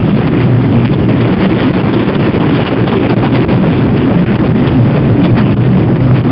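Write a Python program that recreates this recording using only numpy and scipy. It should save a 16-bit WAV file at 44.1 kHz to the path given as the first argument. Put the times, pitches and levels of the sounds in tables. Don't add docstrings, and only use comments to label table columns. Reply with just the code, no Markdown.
import sys
import numpy as np
from scipy import signal
from scipy.fft import rfft, irfft, next_fast_len
from scipy.io import wavfile
from scipy.ndimage import uniform_filter1d

SR = 44100
rng = np.random.default_rng(int(sys.argv[2]) if len(sys.argv) > 2 else 0)


def pcm_store(signal):
    levels = np.round(np.clip(np.atleast_2d(signal), -1, 1) * 32767)
    wavfile.write(sys.argv[1], SR, levels.astype(np.int16).T)


N = 278271
TIME = np.arange(N) / SR


def from_db(db):
    return 10 ** (np.asarray(db) / 20)


def rms_one(x):
    return x / np.sqrt(np.mean(x ** 2) + 1e-20)


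def butter(hz, kind="low", order=2):
    return signal.butter(order, hz, kind, fs=SR, output="sos")


def bump(at, length, steep=2):
    out = np.zeros(N)
    near = np.abs(TIME - at) < 2 * length
    out[near] = 2 ** -np.abs(2 * (TIME[near] - at) / length) ** steep
    return out


def colour(x, spectrum):
    hz, db = np.transpose(spectrum)
    size = next_fast_len(N)
    bins = np.maximum(np.arange(size // 2 + 1) * SR / size, 1)
    gain = from_db(np.interp(np.log(bins), np.log(hz), db))
    roll_off = np.minimum(bins / hz[0], 1) * np.minimum(hz[-1] / bins, 1) ** 2
    return rms_one(irfft(rfft(x, size) * gain * roll_off, size)[:N])


def drift(rate_hz):
    size = next_fast_len(N, real=True)
    hz = np.arange(size // 2 + 1) * SR / size
    return rms_one(irfft(rfft(rng.standard_normal(size)) / (1 + (hz / rate_hz) ** 2), size)[:N])


def surge(rate_hz):
    size = next_fast_len(N, real=True)
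    ratio = np.arange(size // 2 + 1) * SR / size / rate_hz
    resonance = ratio / np.hypot(1 - ratio ** 2, ratio / 2) / (1 + ratio)
    return rms_one(irfft(rfft(rng.standard_normal(size)) * resonance, size)[:N])


def steady(x, span_s, share):
    size = int(span_s * SR)
    power = uniform_filter1d(uniform_filter1d(x ** 2, size), size)
    return rms_one(x / (np.abs(power) + 1e-9) ** (share / 2))


def jet_force():
    # time in seconds, relative force in dB.
    jet_on_glass = [(0, -31.0), (0.3, -28.5), (0.55, -30), (1.1, -29), (1.45, -26.5), (2.2, -27),
                    (2.6, -26.5), (3.4, -27.5), (3.9, -29), (4.4, -28.5), (4.8, -31), (5.4, -30),
                    (5.6, -31), (6.1, -33), (6.31, -29)]
    jet_db = np.interp(TIME, *np.transpose(jet_on_glass))
    return jet_db - jet_db.mean()


def cabin_boom(force_db):
    # pitch in Hz, width in Hz, relative level in dB.
    cabin_modes = [(125, 21, 0), (196.8, 12, -8.5), (235.7, 36, -10)]
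    throb_db = 2.5 * drift(rate_hz=6.9)
    boom = 0
    for hz, width_hz, db in cabin_modes:
        mode = signal.iirpeak(hz, hz / width_hz, fs=SR)
        ringing = signal.lfilter(*mode, rng.standard_normal(N + SR))[SR:]
        boom = boom + from_db(db) * steady(ringing, span_s=.094, share=.19)
    return from_db(-20 - 1.3 * force_db + throb_db) * boom


def body_roar(force_db):
    # frequency in Hz, relative level in dB.
    body_eq = [(20, -17), (40, -26), (60, -7.5), (85, -8.5), (115, 3), (160, 1.5), (220, 0), (300, -2),
               (380, -6), (470, -16.5), (700, -27), (1500, -58.5)]
    noise = signal.sosfilt(butter(32, "high"), colour(rng.standard_normal(N), body_eq))
    roar = from_db(-10) * steady(noise, span_s=.016, share=.85)
    lows = signal.sosfiltfilt(butter(250), roar)
    flares = from_db(-14) * stray_flares(force_db, count=56)
    return from_db(-.55 * force_db) * (lows + flares) + from_db(.32 * force_db) * (roar - lows)


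def stray_flares(force_db, count):
    low_hz, high_hz, octaves_per_db, length_s = 141.4, 333, .11, .05
    out = np.zeros(N)
    for slot, (when, pitch, glide, phase) in enumerate(rng.random((count, 4))):
        at = (slot + when) / count * (N - 1) / SR
        near = np.abs(TIME - at) < 2 * length_s
        t = TIME[near] - at
        hz = low_hz * (high_hz / low_hz) ** pitch * 2 ** (octaves_per_db * force_db[int(at * SR)])
        cycles = hz * t * (1 + 1.5 * (glide - .5) * t) + phase
        out[near] += 2 ** -(2 * t / length_s) ** 2 * np.sin(2 * np.pi * cycles)
    return np.sqrt(2) * out


def cabin_hums():
    # centre in seconds, length in seconds, level in dB.
    hums = [(0.037, .08, -12.5), (0.571, .25, -7), (0.808, 0.13, -7.5), (1.226, 0.09, -9),
            (3.196, 0.05, -11), (3.908, 0.11, -14.5), (4.841, 0.11, -7), (5.128, 0.038, -9),
            (5.321, 0.055, -10), (5.466, 0.065, -8.5), (5.63, .08, -10), (5.863, .06, -12.5),
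            (6.123, .2, -8)]
    # centre in seconds, pitch in Hz, level in dB.
    flares = [(0.139, 199.8, -7.5), (0.754, 229.6, -13), (1.141, 251.6, -13), (1.451, 188.4, -8),
              (2.971, 379, -15.5), (3.628, 187, -11), (4.188, 177.8, -6), (4.41, 301.8, -14.5),
              (4.602, 237, -11.5), (4.785, 250, -10.5), (5.19, 292.4, -10.5), (5.23, 168.1, -6),
              (5.743, 190.1, -5)]
    hum_hz, flare_s, waver = 120.2, .07, .042
    clock = np.cumsum(1 + waver * drift(rate_hz=12)) / SR
    swells = [(at, length, hum_hz, db) for at, length, db in hums]
    swells += [(at, flare_s, hz, db) for at, hz, db in flares]
    out = 0
    for at, length, hz, db in swells:
        tone = np.sqrt(2) * np.sin(2 * np.pi * (hz * clock + rng.random()))
        out = out + from_db(db) * bump(at, length) * tone
    return out


def ducking(tones):
    db_per_rms, span_s = -4, .047
    power = uniform_filter1d(tones ** 2, int(span_s * SR))
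    return from_db(db_per_rms * np.sqrt(np.abs(power)))


def crest_strikes(roar):
    threshold, spread_db, lead_s = .12, 2.5, .0004
    swing = signal.sosfiltfilt(butter(621), roar)
    height = np.abs(swing)
    crests = (height > threshold) & (height > np.roll(height, 1)) & (height >= np.roll(height, -1))
    sizes = from_db(spread_db * np.clip(rng.standard_normal(N), -2, 2))
    return np.roll(crests * np.sign(swing) * sizes, -int(lead_s * SR))


def fade(strikes, decay_s):
    return signal.lfilter([1], [1, -np.exp(-1 / (decay_s * SR))], strikes + 1e-18)


def ragged_gusts(gust_db):
    flutter_db = -.24 * drift(rate_hz=15)
    tear_db = -3 * np.clip(drift(rate_hz=150) - 1, 0, 2)
    return from_db(gust_db + flutter_db + tear_db)


def windscreen_patter(clumps, force_db):
    # frequency in Hz, relative level in dB.
    glass_eq = [(200, -17.5), (380, 1), (520, -1.5), (700, -8), (1000, -10.5), (1500, -19.5), (3000, -43)]
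    level_db = -21 + .4 * force_db + 1.2 * drift(rate_hz=10)
    patter = colour(rng.standard_normal(N) * clumps, glass_eq)
    return from_db(level_db) * steady(patter, span_s=.063, share=.8)


def spray(clumps, force_db):
    # frequency in Hz, relative level in dB.
    rush_eq = [(400, 16.5), (800, 5), (1200, 4.5), (1700, 3), (2500, 3.5), (3000, -0.5), (3400, -1),
               (3800, -7), (4200, -5.5), (4650, -15), (5300, -33), (6000, -38.5)]
    drops_per_s, pivot_hz = 12000, 2200
    sizes = from_db(3 * np.minimum(rng.exponential(1, N), 4))
    signs = rng.choice([-1, 1], N)
    drops = rms_one(sizes * signs * (rng.random(N) < drops_per_s / SR)) * clumps
    edges_hz = np.geomspace(500, 6000, 13)
    bands = 0
    for low, high in zip(edges_hz, edges_hz[1:]):
        band = signal.sosfiltfilt(butter([low, high], "band"), drops)
        tilt_db = .56 * force_db * np.log2(high / pivot_hz)
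        ripple_db = 3 * drift(rate_hz=14)
        bands = bands + band * from_db(tilt_db + ripple_db)
    rush = steady(colour(bands, rush_eq), span_s=.004, share=.65)
    return from_db(-25.5 + .77 * force_db) * rush


def crackle(strikes, force_db):
    spikes = fade(from_db(-12.5 + 1.7 * force_db) * strikes, decay_s=.0002)
    return signal.sosfilt(butter([150, 3300], "band"), spikes)


def splats(clumps):
    # frequency in Hz, relative level in dB.
    splash_eq = [(400, 4), (900, 4.5), (1800, -3.5), (3400, -6), (4000, -9), (4650, -8.5), (5300, -24),
                 (6000, -34.5)]
    # centre in seconds, length in seconds, level in dB, ring in Hz.
    slugs = [(0.102, 0.021, -28, 1490), (0.279, 0.015, -20, 1200), (0.422, 0.054, -22, 2100),
             (0.856, 0.0059, -14, 3500), (0.939, 0.02, -17, 3500), (1.094, 0.023, -22, 1210),
             (1.218, 0.021, -20, 2000), (1.331, 0.028, -22, 1800), (1.426, 0.057, -18.5, 2060),
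             (1.62, 0.045, -19, 3220), (1.942, 0.019, -18.5, 3600), (2.088, 0.03, -19, 1200),
             (2.152, 0.015, -18.5, 3230), (2.354, 0.018, -20.5, 2400), (2.562, 0.047, -19, 3280),
             (2.676, 0.032, -17, 2700), (2.879, 0.015, -15.5, 3490), (2.927, 0.042, -22, 960),
             (3.107, 0.027, -15.5, 890), (3.246, 0.033, -18.5, 1190), (3.36, 0.027, -14.5, 2300),
             (3.523, 0.055, -21.5, 950), (3.781, 0.019, -29, 650), (3.978, 0.011, -19, 2390),
             (4.36, .015, -22, 1500), (4.676, 0.015, -17, 3500), (4.969, 0.029, -23, 1810),
             (5.253, 0.032, -16.5, 3500), (5.383, 0.019, -15.5, 1810), (5.406, 0.028, -18, 1500),
             (5.518, 0.024, -24.5, 2500), (5.667, .03, -27, 1500), (5.798, .035, -31, 1500),
             (6.168, 0.065, -23, 2370)]
    burst = steady(colour(rng.standard_normal(N) * clumps, splash_eq), span_s=.003, share=.9)
    out = 0
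    for at, length, db, hz in slugs:
        ring = from_db(.5) * signal.lfilter(*signal.iirpeak(hz, Q=8.9, fs=SR), burst)
        out = out + from_db(db) * bump(at, length, steep=2) * rms_one(burst + ring)
    return out


def level_dips():
    # end in seconds, length in seconds, roar change in dB, water change in dB.
    dips = [(0.145, 0.029, -1.5, -3), (0.239, 0.03, -5.5, 0), (0.324, 0.033, -3.5, -5.5),
            (0.536, 0.049, -0.5, -1.5), (0.894, 0.029, -4, -13), (0.914, 0.026, 1.5, -5),
            (0.989, 0.063, -2.5, -4.5), (1.086, 0.031, -2, -7), (1.369, 0.02, -8.5, -5),
            (1.39, .022, 0, -3.5), (1.493, 0.023, -1.5, -6), (1.602, 0.012, -18, 0.5),
            (1.734, 0.014, -13, -8), (1.834, 0.015, -9.5, -6.5), (1.931, 0.027, -4, -4.5),
            (2.074, 0.036, -6.5, -2), (2.153, 0.051, -6.5, -1), (2.189, 0.021, -2.5, -7.5),
            (2.334, 0.03, -10, -4), (2.4, 0.015, -12, -10), (2.652, 0.017, -10, -5.5),
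            (2.719, 0.073, -6.5, -0.5), (2.787, 0.049, -3, -4), (2.864, 0.016, -3, -5),
            (2.917, 0.014, -11, -8), (2.997, 0.0093, -9, -6.5), (3.095, 0.021, -6, -4),
            (3.166, 0.021, -10.5, -13.5), (3.326, 0.047, -3, -4.5), (3.464, .011, -7, -19),
            (3.484, 0.02, -5, -13.5), (3.619, 0.034, -3, -3), (3.965, 0.11, 0.5, -2.5),
            (4.252, 0.01, -1, -7), (4.263, 0.012, -19, -11), (4.387, 0.019, -16.5, -8),
            (4.488, 0.0056, -3, -16), (4.551, 0.027, -3.5, -7.5), (4.697, 0.012, -10, 4.5),
            (5.353, 0.029, 4.5, -4.5), (5.566, 0.019, -9, -15), (5.598, .03, -2.5, -3),
            (5.664, 0.036, -4, 0), (5.96, 0.027, -4, -2.5), (6.003, 0.032, -6, -5),
            (6.238, 0.02, -9.5, -10.5)]
    release_s = .002
    curves_db = 0
    for end, length, *changes_db in dips:
        sag = bump(end - length / 2, length, steep=6) * np.clip((end - TIME) / release_s, 0, 1)
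        curves_db = curves_db + np.outer(changes_db, sag)
    return curves_db


def dulled(x, db):
    lows = signal.sosfiltfilt(butter(550), x)
    return lows + from_db(db) * (x - lows)


def ticks():
    # start in seconds, level in dB, ring in Hz.
    hits = [(.8498, -4.5, 2600), (.8537, -3.5, 3500), (.8576, -4, 3500), (.8625, -8, 2800),
            (.870, -6, 2300), (.8785, -3.5, 2500), (.887, -7.5, 2100), (.895, -12, 2000),
            (1.4093, -6, 2000), (1.4135, -6, 2300), (1.5988, -3, 1900), (1.6047, -3, 2900),
            (1.6326, -5, 1900), (1.9955, -8, 2600), (2.1545, -7, 3200), (2.4657, -8, 2400),
            (2.5482, -6, 2600), (2.6181, -8, 2800), (2.6674, -2, 2600), (2.672, -3, 2800),
            (2.6768, -4, 2700), (3.0637, -7, 2000), (3.3515, -6, 1900), (3.4069, -8, 2500),
            (4.3563, -7, 2900), (4.6741, -9, 3300), (4.6782, -9, 3300), (5.2576, -7, 3500),
            (5.3796, -4, 2300)]
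    decay_s = .00032
    out = np.zeros(N)
    t = TIME[TIME < 10 * decay_s]
    for at, db, hz in hits:
        start = int(at * SR)
        out[start:start + len(t)] += from_db(db) * np.exp(-t / decay_s) * np.sin(2 * np.pi * hz * t)
    return signal.sosfilt(butter(650, "high", order=1), out)


def windscreen_thumps():
    # centre in seconds, length in seconds, level in dB, ring in Hz.
    blasts = [(1.103, .025, -17, 520), (1.582, .028, -16.5, 480), (2.364, .024, -19, 476),
              (2.423, 0.031, -19, 820), (2.591, .018, -14, 540), (2.725, 0.018, -17, 480),
              (2.936, 0.038, -19.5, 1030), (3.053, .028, -14.5, 520), (3.134, .03, -15.5, 540),
              (3.238, .03, -16, 647), (3.274, .018, -18, 900), (3.53, .045, -18, 558),
              (3.638, 0.018, -15.5, 480), (4.117, 0.032, -14, 480), (4.979, 0.024, -16.5, 517),
              (5.26, .02, -15, 543)]
    edges_octaves = np.array([-.35, .35])
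    shaking, out = rng.standard_normal(N), np.zeros(N)
    for at, length, db, hz in blasts:
        near = np.abs(TIME - at) < 2 * length
        ringing = signal.sosfilt(butter(hz * 2 ** edges_octaves, "band"), shaking[near])
        out[near] += from_db(db) * bump(at, length)[near] * steady(ringing, span_s=.008, share=.8)
    return out


def scene():
    force_db = jet_force()
    roar_dip_db, water_dip_db = level_dips()
    gust_db = .84 * surge(rate_hz=6.8)
    boom = cabin_boom(force_db)
    tones = cabin_hums()
    roar = ducking(tones) * (body_roar(force_db + gust_db) + boom) + tones
    strikes = crest_strikes(roar)
    clumps = from_db(3.8 * drift(rate_hz=580)) * (.45 + fade(np.abs(strikes), decay_s=.00059))
    gusts = ragged_gusts(gust_db)
    patter = windscreen_patter(clumps, force_db)
    rush = from_db(.35 * water_dip_db) * spray(clumps, force_db)
    water = gusts * (patter + rush + crackle(strikes, force_db)) + splats(clumps)
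    shaking = dulled(roar + windscreen_thumps(), .7 * water_dip_db)
    return (from_db(roar_dip_db) * shaking + from_db(water_dip_db) * water + ticks())[None]


def record(dry):
    clip_level, hollow_hz, cutoff_hz, sampling_hz = .71, 4080, 5200, 8000
    clipped = np.clip(dry, -clip_level, clip_level)
    hollowed = clipped - .7 * signal.filtfilt(*signal.iirpeak(hollow_hz, Q=4, fs=SR), clipped)
    low_pass = signal.firwin(121, cutoff_hz, window=("kaiser", 8), fs=SR)
    boom = signal.sosfilt(butter(170), clipped)
    mirror = from_db(-69) * boom * 2 * np.cos(2 * np.pi * sampling_hz * TIME)
    return signal.fftconvolve(hollowed, low_pass[None], mode="same") + mirror


dry = scene()
out = record(dry)
pcm_store(out)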